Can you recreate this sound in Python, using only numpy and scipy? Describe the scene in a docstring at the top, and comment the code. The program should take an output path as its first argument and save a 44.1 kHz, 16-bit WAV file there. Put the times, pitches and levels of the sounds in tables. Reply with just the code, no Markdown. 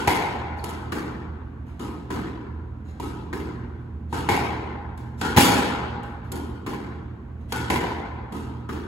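"""Squash court, heard from behind the glass back wall, as two players warm up.
Coloured clicks through a simulated court echo make each racquet stroke and the ball's answer on the
front wall; one low drive crashes into the tin with a thump, a boom and a rattle.
Strings linger as wavering tones; shaped noise and gliding tones are the swishes, scuffs and squeaks.
The bare court rings after every blow, and ventilation hums underneath as filtered noise and tones."""
import sys
import numpy as np
from scipy import signal
from scipy.fft import rfft, irfft, next_fast_len
from scipy.io import wavfile
from scipy.ndimage import uniform_filter1d

SR = 44100
rng = np.random.default_rng(int(sys.argv[2]) if len(sys.argv) > 2 else 0)


def bounce(signal):
    """Save signal as a 16-bit WAV file at the path given by the first command-line argument."""
    frames = np.transpose(np.atleast_2d(signal))
    limited = np.clip(frames, -1, 1)
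    pcm = np.round(limited * 32767).astype(np.int16)
    wavfile.write(sys.argv[1], SR, pcm)


N = 391149
SIZE = 2 ** 17  # FFT length of one event [samples]
HZ, T = np.fft.rfftfreq(SIZE, 1 / SR), np.arange(SIZE) / SR

# racquet strokes: (time [s], level [dB], force [0-1], crack of first arrivals [dB],
# hollow knock of first arrivals [dB], string pitch [Hz], string ping [dB], lingering string ring [dB],
# delay of front wall echo [s])
STROKES = [(-.09, -9, 0.95, 9, 0, 1462, -1, -31, .042),
           (.640, -13.5, 0.43, 17.5, 10.5, 1295, 5, -43, 0.053),
           (1.794, -12.5, 0.26, -2, -19, 1260, 3.5, -45, 0.039),
           (2.999, -11.5, 0.23, 4.5, 10, 1280, 4.5, -44, 0.041),
           (4.127, -9, 0.71, -7, 11, 1264, 1, -48, .047),
           (5.212, -8.5, 0.94, 7, -1.5, 1430, -0.5, -37, 0.038),
           (6.318, -11, 0.051, 18.5, -4, 1440, 5, -46, .04),
           (7.522, -11, 0.92, 14.5, 5.5, 1460, 0, -39, .04),
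           (8.322, -13.5, 0.27, 0, 10, 1266, 5, -41.5, 0.047)]
# resonances of the hollow ball: (frequency [Hz], width [Hz], lift [dB])
BALL_MODES = [(788, 63, -0.5), (1030, 102, 0), (2120, 80, -9.5)]
# spectrum of a gentle ball impact: (frequency [Hz], level [dB])
WALL_SOFT = [(60, -13), (180, -3.5), (300, -0.5), (440, -6), (620, -23), (900, -18.5), (1250, -17.5),
             (1650, -18), (2500, -27.5), (4000, -30), (6200, -37.5), (9500, -36), (13000, -43),
             (16000, -46.5)]
# first arrivals from mid-court: (delay [s], level [dB])
MID_PATHS = [(.0008, 21), (.004, 23), (.009, 13.5)]


def amp(db):
    """Decibels to gain."""
    return 10 ** (np.asarray(db) / 20)


def evened(x):
    """Scales to rms 1."""
    return x / np.sqrt(np.mean(x ** 2) + 1e-20)


def smoothed_noise(shape, first, second):
    """Gaussian noise averaged twice along its last axis."""
    once = uniform_filter1d(rng.standard_normal(shape), size=first)
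    return uniform_filter1d(once, size=second)


def read(points, hz):
    """Joins (Hz, value) points on a log-frequency axis."""
    f, value = np.transpose(points)
    return np.interp(np.log(hz + 1), np.log(f + 1), value)


def add(mix, s, sound):
    """Mixes a stereo sound in at time s, which may lie before the start."""
    start = round(s * SR)
    sound = sound[:, max(-start, 0):]
    part = mix[:, max(start, 0):][:, :sound.shape[1]]
    part += sound[:, :part.shape[1]]


def treble(corner_hz=2500):
    """A shelf that rises from 0 in the bass to 1 in the treble."""
    return HZ ** 2 / (HZ ** 2 + corner_hz ** 2)


def blow(db, modes=()):
    """Spectrum of a causal (minimum-phase) click of the given colour, ringing in the given modes."""
    cepstrum = irfft(np.log(amp(db)))
    fold = 1 + np.sign(SIZE / 2 - np.arange(SIZE)) * (T > 0)
    click = np.exp(rfft(cepstrum * fold))
    ring = sum(amp(lift) / (1 + 2j * (HZ - hz) / width) for hz, width, lift in modes)
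    return click * (1 + ring)


def court_tail(rise_s, hold_s, grain_db):
    """Reverberant noise that builds up, holds, then dies by band, uneven from beats and bunched echoes."""
    # decay of the court: (frequency [Hz], t60 [s])
    decay_times = [(80, 0.54), (160, 1.63), (240, 1.5), (500, 1.78), (900, 2.02), (1400, 2.09),
                   (2000, 1.375), (2800, 1.19), (4000, 1.085), (5500, 0.8), (7700, 0.69), (11000, 0.55),
                   (16000, 0.46)]
    beating_db, cluster_db = 2.6, 1.0
    t = T[:2 * SR]
    clusters = evened(uniform_filter1d(rng.standard_normal(len(t)), size=180))
    grain = amp(grain_db * rng.standard_normal(len(t)) + cluster_db * clusters)
    taps = evened(rng.standard_normal((2, len(t))) * grain)
    hz, when, z = signal.stft(taps, SR, nperseg=512)
    # above the bass, narrow resonances swell and fade between the parallel walls
    across_bands = uniform_filter1d(rng.standard_normal(z.shape[1:]), size=2, axis=0)
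    beats = evened(uniform_filter1d(across_bands, size=7, axis=1))
    beats_db = beating_db * (np.clip(beats, -2, 2) - .4) * np.minimum(hz / 1400, 1)[:, None]
    # level holds while the sound first crosses the court
    decay_db = -60 * np.maximum(when - hold_s, 0) / read(decay_times, hz)[:, None]
    tail = signal.istft(z * amp(decay_db + beats_db), SR, nperseg=512)[1][:, :len(t)]
    return tail * (1 - np.exp(-t / rise_s))


def first_arrivals(paths, length, smear_s, solid):
    """Each arrival is a spike (solid: its ratio to the rest) and a noise burst, smeared by the glass."""
    first, brief = np.zeros((2, length)), T[:SR // 20]
    for delay, db in paths:
        arrival = rng.standard_normal((2, len(brief))) * np.exp(-brief / smear_s)
        spot = rng.choice(SR // 2000, size=2, replace=False)
        sign = rng.choice([-1, 1], size=2)
        arrival[[0, 1], spot] += solid * np.linalg.norm(arrival, axis=1) * sign
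        add(first, delay, amp(db) * arrival / np.linalg.norm(arrival, axis=1, keepdims=True))
    return first


def court(paths, crack_db, knock_db=0, knock_hz=920, smear_s=0.0012, solid=0.26, rise_s=0.0023,
          hold_s=0.024, grain_db=3.):
    """One place's echo spectrum: coloured first arrivals plus the reverberant tail."""
    # colour of first arrivals against the tail, whose bass builds up late: (frequency [Hz], level [dB])
    first_colour = [(150, -1.5), (270, -5), (450, -2.5), (900, -1), (2000, 1.5), (4000, 1), (5400, -2.5),
                    (7000, 2.5), (8500, -1), (12000, 1)]
    tail = court_tail(rise_s, hold_s, grain_db)
    first = first_arrivals(paths, tail.shape[1], smear_s, solid)
    # a square blow arrives with a hollow knock, one that faces the microphone with a brighter crack
    knock = knock_db / (1 + ((HZ - knock_hz) / (0.19 * knock_hz)) ** 2)
    colour_db = read(first_colour, HZ) + knock + crack_db * treble(4400)
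    return rfft(tail, SIZE) + rfft(first, SIZE) * amp(colour_db)


def ports(z, hz, lag_s=0.0002197, knee_hz=2300):
    """Two unrelated spectra become the microphone pair: alike in the bass, offset in phase in the treble."""
    # likeness of the two ports: (frequency [Hz], correlation [-1 to 1])
    likeness = [(120, .998), (260, 0.9), (400, 0.54), (560, -0.15), (850, 0.77), (1200, 0.17),
                (2200, -0.088), (4000, -0.3), (5900, 0.49), (6900, 1), (9200, 1), (12500, 1), (16000, .85)]
    same = np.clip(read(likeness, hz), -1, 1)
    turn = np.exp(2j * np.pi * lag_s * np.maximum(hz - knee_hz, 0))
    return np.array([z[0], turn * (same * z[0] + np.sqrt(1 - same ** 2) * z[1])])


def heard(z):
    """A spectrum as two seconds of stereo; the right port takes more bass, the left more midrange."""
    lean_db = read([(150, -2.5), (400, 0.7), (1000, 1.2), (2200, 3.0), (6000, -0.2)], HZ)
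    return irfft(ports(z, HZ) * amp(np.array([lean_db, -lean_db]) / 2))[:, :2 * SR]


def racquets(treble_db=-3.5, treble_per_crack=0.14):
    """The strings slap the ball and ping briefly; a harder stroke is brighter."""
    # spectra of a gentle and of a hard stroke: (frequency [Hz], level [dB])
    racquet_soft = [(60, -10), (170, -9.5), (280, 0.5), (450, -8), (620, -23.5), (870, -14.5), (1100, -17),
                    (1600, -27.5), (2300, -30), (3600, -30.5), (6000, -36), (9500, -31.5), (13000, -38.5),
                    (16000, -54)]
    racquet_hard = [(60, -12.5), (140, -3), (300, -2), (490, -5), (620, -21.5), (860, -0.5), (1150, -11.5),
                    (1500, -5), (1900, -14.5), (3500, -16.5), (6000, -24.5), (9500, -24), (13000, -34),
                    (16000, -43)]
    # modes of the string bed: (ratio to string pitch, width [Hz], lift [dB])
    string_modes = [(1, 24.1, -1.5), (2.19, 89.2, -8.5), (3.1, 200, -12.5)]
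    # echo cluster off the front wall: (delay after its first arrival [s], level [dB])
    front_echo = [(0, 15), (.007, 13), (.016, 11.5)]
    out, soft, hard = np.zeros((2, N)), read(racquet_soft, HZ), read(racquet_hard, HZ)
    for s, db, force, crack_db, knock_db, string_hz, ping_db, _, echo_s in STROKES:
        shelf_db = (treble_db + treble_per_crack * crack_db) * treble()
        colour = soft + force * (hard - soft) + shelf_db
        modes = [(ratio * string_hz, width, ping_db + lift) for ratio, width, lift in string_modes]
        slap = blow(db + colour, modes)
        paths = MID_PATHS + [(echo_s + delay, level) for delay, level in front_echo]
        echoes = court(paths, crack_db, knock_db, smear_s=0.0015, rise_s=0.005, hold_s=0.051)
        add(out, s, heard(slap * echoes))
    return out


def front_wall(force_treble_db=-3.0):
    """The hollow ball flattens on the plaster and pops: a slow ball knocks, a fast one cracks."""
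    # ball on front wall: (time [s], level [dB], force [0-1], knock [dB], knock pitch [Hz],
    # ball mode tuning [ratio], crack [dB], slap-back delay [s], slap-back level [dB])
    wall_hits = [(0.0737, -3, 0.99, 9.7, 870, 1.02, 4, 0.082, 17.4),
                 (.920, -8.5, 0.23, 6.5, 1380, 1.1, 2.5, .064, 20),
                 (2.103, -8, 0, 9.2, 900, 0.96, -2.5, 0.06, 20),
                 (3.328, -11, 0.1, 5, 1900, 0.99, 0.5, 0.074, 18),
                 (4.288, -2.5, 0.76, 7.3, 870, 1.02, 0, 0.077, 20),
                 (6.663, -10.5, 0.18, 9.9, 1050, 1.03, 0, .072, 22),
                 (7.700, -3.5, 0.71, 6.5, 950, .99, 3.5, 0.061, 19.4),
                 (8.689, -11.3, 0, 9.7, 1190, 1.13, -6, 0.076, 18)]
    # spectrum of a hard impact: (frequency [Hz], level [dB])
    wall_hard = [(60, -12), (110, -2.5), (200, -8), (420, -4.5), (620, -12), (880, -5.5), (1200, -18.5),
                 (2100, -9), (2900, -17.5), (4000, -19.5), (6200, -26), (9800, -25.5), (13000, -30),
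                 (16000, -42.5)]
    # first arrivals from the front wall: (delay [s], level [dB])
    front_paths = [(.0012, 22.5), (.0044, 24.5), (.008, 23.5), (.013, 17.5), (.023, 15)]
    # slap-back cluster off the other walls: (delay after its first arrival [s], relative level [dB])
    slap_back = [(0, -0.5), (.004, -3.5), (.011, -2)]
    out, soft, hard = np.zeros((2, N)), read(WALL_SOFT, HZ), read(wall_hard, HZ)
    for s, db, force, knock_db, knock_hz, tune, crack_db, slap_s, slap_db in wall_hits:
        modes = [(hz * tune, width, lift) for hz, width, lift in BALL_MODES]
        pop = blow(db + soft + force * (hard - soft + force_treble_db * treble()), modes)
        paths = front_paths + [(slap_s + delay, slap_db + level) for delay, level in slap_back]
        echoes = court(paths, crack_db, knock_db, knock_hz, smear_s=.0007, solid=0.8,
                       rise_s=0.0022, hold_s=0.042)
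        add(out, s, heard(pop * echoes))
    return out


def tin(s=5.3625, boom_db=2.5, rattle_db=-12.5, thump_s=.036, thump_db=-12.5):
    """The sheet-metal strip caves in with a thump, booms, then swells into a bright rattle on its frame."""
    # spectra of boom and rattle: (frequency [Hz], level [dB])
    tin_boom = [(30, -31), (60, -14), (85, -2.5), (130, -8.5), (270, -2.5), (380, -5), (480, -4),
                (650, -12.5), (850, -7), (1300, -24), (2200, -18.5), (4000, -23.5), (6500, -32),
                (16000, -34)]
    tin_rattle = [(300, -26), (1000, 5), (1700, 3), (2600, 1.5), (3500, 1.5), (6000, -3.5), (9800, 1),
                  (13000, -5), (16000, -11.5)]
    # resonances of the sheet: (frequency [Hz], width [Hz], lift [dB])
    tin_modes = [(115, 36, 2.5), (252.6, 26, 0.5), (178, 22, 3), (820.5, 16, 4), (1450, 20, 2.5),
                 (2250, 50, 3)]
    # first arrivals from the tin: (delay [s], level [dB])
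    tin_paths = [(.003, 22.66), (.008, 27.6), (.015, 28), (.022, 27.6)]
    # slaps on the frame as the sheet springs back: (delay [s], level [dB])
    tin_slaps = [(.0095, 28.5), (.021, 27), (.031, 25.5), (.046, 25)]
    flex = np.sin(np.pi * np.minimum(T / thump_s, 1))
    thump = amp(thump_db) * flex * sum(np.sin(2 * np.pi * hz * T) for hz, _, _ in tin_modes[:2])
    boom_echoes = court(tin_paths, 0.87, smear_s=0.0018, hold_s=0.035)
    boom = blow(boom_db + read(tin_boom, HZ), tin_modes) * boom_echoes
    rattle_echoes = court(tin_slaps, -15.5, smear_s=.004, rise_s=0.029, hold_s=0.029)
    rattle = blow(rattle_db + read(tin_rattle, HZ)) * rattle_echoes
    out = np.zeros((2, N))
    add(out, s, heard(boom + rattle) + thump[:2 * SR])
    return out


def strings(swell_s=0.037, t60_s=0.88, waver=0.85):
    """The string bed's note lingers after the slap, swelling and wavering as its echoes overlap."""
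    out, t = np.zeros((2, N)), T[:SR]
    envelope = (1 - np.exp(-t / swell_s)) * amp(-60 * t / t60_s)
    for s, *_, string_hz, _, ring_db, _ in STROKES:
        echoes = waver * evened(smoothed_noise((2, 2, SR), 1100, 700))
        note = (1 + echoes[0] + 1j * echoes[1]) * np.exp(2j * np.pi * string_hz * t)
        add(out, s, amp(ring_db) * envelope * evened(note.real))
    return out


def swings(length_s=0.045, full_db=-49.0, force_db=37.5, crack_db=14.0):
    """Air rushes through the strings as the racquet gathers pace; a weak stroke swishes far more softly."""
    # spectrum of the swish: (frequency [Hz], level [dB])
    swish_colour = [(100, 11.5), (500, 16), (1500, 11), (4000, 4.5), (7000, -3), (10000, -3.5),
                    (16000, -22.5)]
    out, pace = np.zeros((2, N)), T / length_s * (T < length_s)
    for s, _, force, *_ in STROKES:
        air = pace * rng.standard_normal(SIZE)
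        colour = full_db - force_db * (1 - force) + read(swish_colour, HZ)
        swish = blow(colour) * rfft(air / np.linalg.norm(air))
        add(out, s - length_s, heard(swish * court(MID_PATHS, crack_db, hold_s=.01)))
    return out


def bounces(tap_treble_db=3.5, tap_crack_db=9.5):
    """The ball taps lightly on the floor, ringing in its own modes."""
    # ball on floor: (time [s], level [dB])
    floor_hits = [(4.975, -24.5), (6.031, -26.5)]
    out = np.zeros((2, N))
    for s, db in floor_hits:
        tap = blow(db + read(WALL_SOFT, HZ) + tap_treble_db * treble(), BALL_MODES)
        add(out, s, heard(tap * court(MID_PATHS, tap_crack_db)))
    return out


def grip(length_s, chatter_db=5):
    """Pressure of a sliding sole: one arch, broken up as the rubber sticks and slips."""
    chatter = evened(uniform_filter1d(rng.standard_normal(SIZE), size=300))
    return np.sin(np.pi * np.minimum(T / length_s, 1)) * amp(chatter_db * chatter)


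def scuffs():
    """Rubber soles slide with a rough grip: chattering noise in the colour and modes of the sole."""
    # shoe scuffs: (time [s], length [s], level [dB])
    slides = [(0.56, 0.034, -52), (0.68, 0.028, -48.5), (1.657, 0.049, -58), (2.829, 0.097, -57.5),
              (3.771, 0.037, -71), (6.234, 0.025, -59.5), (7.389, 0.028, -65)]
    # spectrum of the sole: (frequency [Hz], level [dB])
    sole_colour = [(100, 11.5), (500, 19), (1500, 14.5), (4000, -1.5), (7000, -7), (10000, -4.5),
                   (16000, -22)]
    # resonances of the sole: (frequency [Hz], width [Hz], lift [dB])
    sole_modes = [(3830, 250, 2), (4270, 160, -3.5)]
    out = np.zeros((2, N))
    sole, echoes = blow(read(sole_colour, HZ), sole_modes), court(MID_PATHS, 3.7, hold_s=.01)
    for s, length_s, db in slides:
        slips = grip(length_s) * rng.standard_normal(SIZE)
        add(out, s, heard(amp(db) * sole * rfft(slips / np.linalg.norm(slips)) * echoes))
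    return out


def squeaks(direct_db=32, jitter=.022):
    """A sole that grips sings a gliding tone, its pitch jittered (as a share) by uneven grip."""
    # shoe squeaks: (time [s], length [s], level [dB], pitch [Hz], glide [share of pitch])
    chirps = [(.586, .02, -58.5, 4380, -.13), (2.84, .11, -76, 6780, 0), (2.845, .1, -70, 4050, .12)]
    out = np.zeros((2, N))
    for s, length_s, db, squeak_hz, glide in chirps:
        slide = np.minimum(T / length_s, 1)
        waver = jitter * evened(uniform_filter1d(rng.standard_normal(SIZE), size=70))
        pitch_hz = squeak_hz * (1 + glide * (slide - .5) + waver)
        squeak = grip(length_s) * np.sin(2 * np.pi * np.cumsum(pitch_hz) / SR)
        # direct sound stands out of its echoes
        echoes = court(MID_PATHS[:1], direct_db)
        add(out, s, heard(amp(db) * rfft(squeak / np.linalg.norm(squeak)) * echoes))
    return out


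def ringing(x, uneven_db=2.1, count=91):
    """The closed court favours a few hollow tones, among many weaker ones that ring on unevenly."""
    # resonances of the court: (frequency [Hz], width [Hz], lift [dB])
    court_modes = [(814, 12, -9), (865, 7.3, -8.5), (910, 9, -8), (977, 14, -8.5), (1388, 12, -4),
                   (2190, 16, -3), (2680, 22, -7), (2960, 24, -6.5)]
    ripple = np.tanh(evened(smoothed_noise(len(HZ), count, count)))
    response = irfft(blow(uneven_db * ripple * treble(460), court_modes))[:SR // 2]
    return signal.oaconvolve(x, response[None], axes=1)[:, :N]


def ventilation(rumble_db=-39.5, pan_db=-2.5):
    """Duct rumble with a few fan tones, each a steady line with some wavering around it."""
    # spectrum of the rumble: (frequency [Hz], level [dB])
    rumble_colour = [(20, -11.5), (42, -8.5), (60, 9), (100, -0.5), (160, -2), (220, -2.5), (300, -5.5),
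                     (420, -14.5), (600, -21.5), (1200, -27.5), (2500, -36), (5000, -52.5), (10000, -58),
                     (16000, -61)]
    # fan tones: (frequency [Hz], width [Hz], rms level before pan [dB], waver [ratio to steady line])
    fan_tones = [(79.8, 6.3, -39, 0.77), (119.5, 8.4, -42, 2.2), (165.3, 7, -54.5, 1.5),
                 (215, 10, -51.5, 0.61), (234.2, 6, -51, 0.98), (347, 5.8, -60, 0.89)]
    size = next_fast_len(N)
    hz, t = np.fft.rfftfreq(size, 1 / SR), np.arange(size) / SR
    air = ports(rfft(rng.standard_normal((2, size))), hz)
    out = amp(rumble_db) * evened(irfft(air * amp(read(rumble_colour, hz)), size))
    for tone_hz, width, db, waver in fan_tones:
        band = rfft(rng.standard_normal(size)) / (1 + (2 * (hz - tone_hz) / width) ** 2)
        line = np.sin(2 * np.pi * (tone_hz * t + rng.random()))
        out = out + amp(db) * evened(evened(line) + waver * evened(irfft(band, size)))
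    return out[:, :N] * amp([[pan_db / 2], [-pan_db / 2]])


def scene():
    """Blows, swishes and shoes ring in the court; lingering strings and ventilation are added after."""
    struck = racquets() + front_wall() + tin()
    light = swings() + bounces() + scuffs() + squeaks()
    return ringing(struck + light) + strings() + ventilation()


def record(dry, low_hz=38, edge_hz=15900):
    """The microphone sheds the deepest bass, the highest peaks round off, then the band limit."""
    wet = signal.sosfilt(signal.butter(2, low_hz, "high", fs=SR, output="sos"), dry)
    wet = wet / (1 + (wet / .93) ** 6) ** (1 / 6)
    band_limit = signal.firwin(511, edge_hz, window=("kaiser", 9), fs=SR)
    return signal.oaconvolve(wet, band_limit[None], "same")


dry = scene()
out = record(dry)
bounce(out)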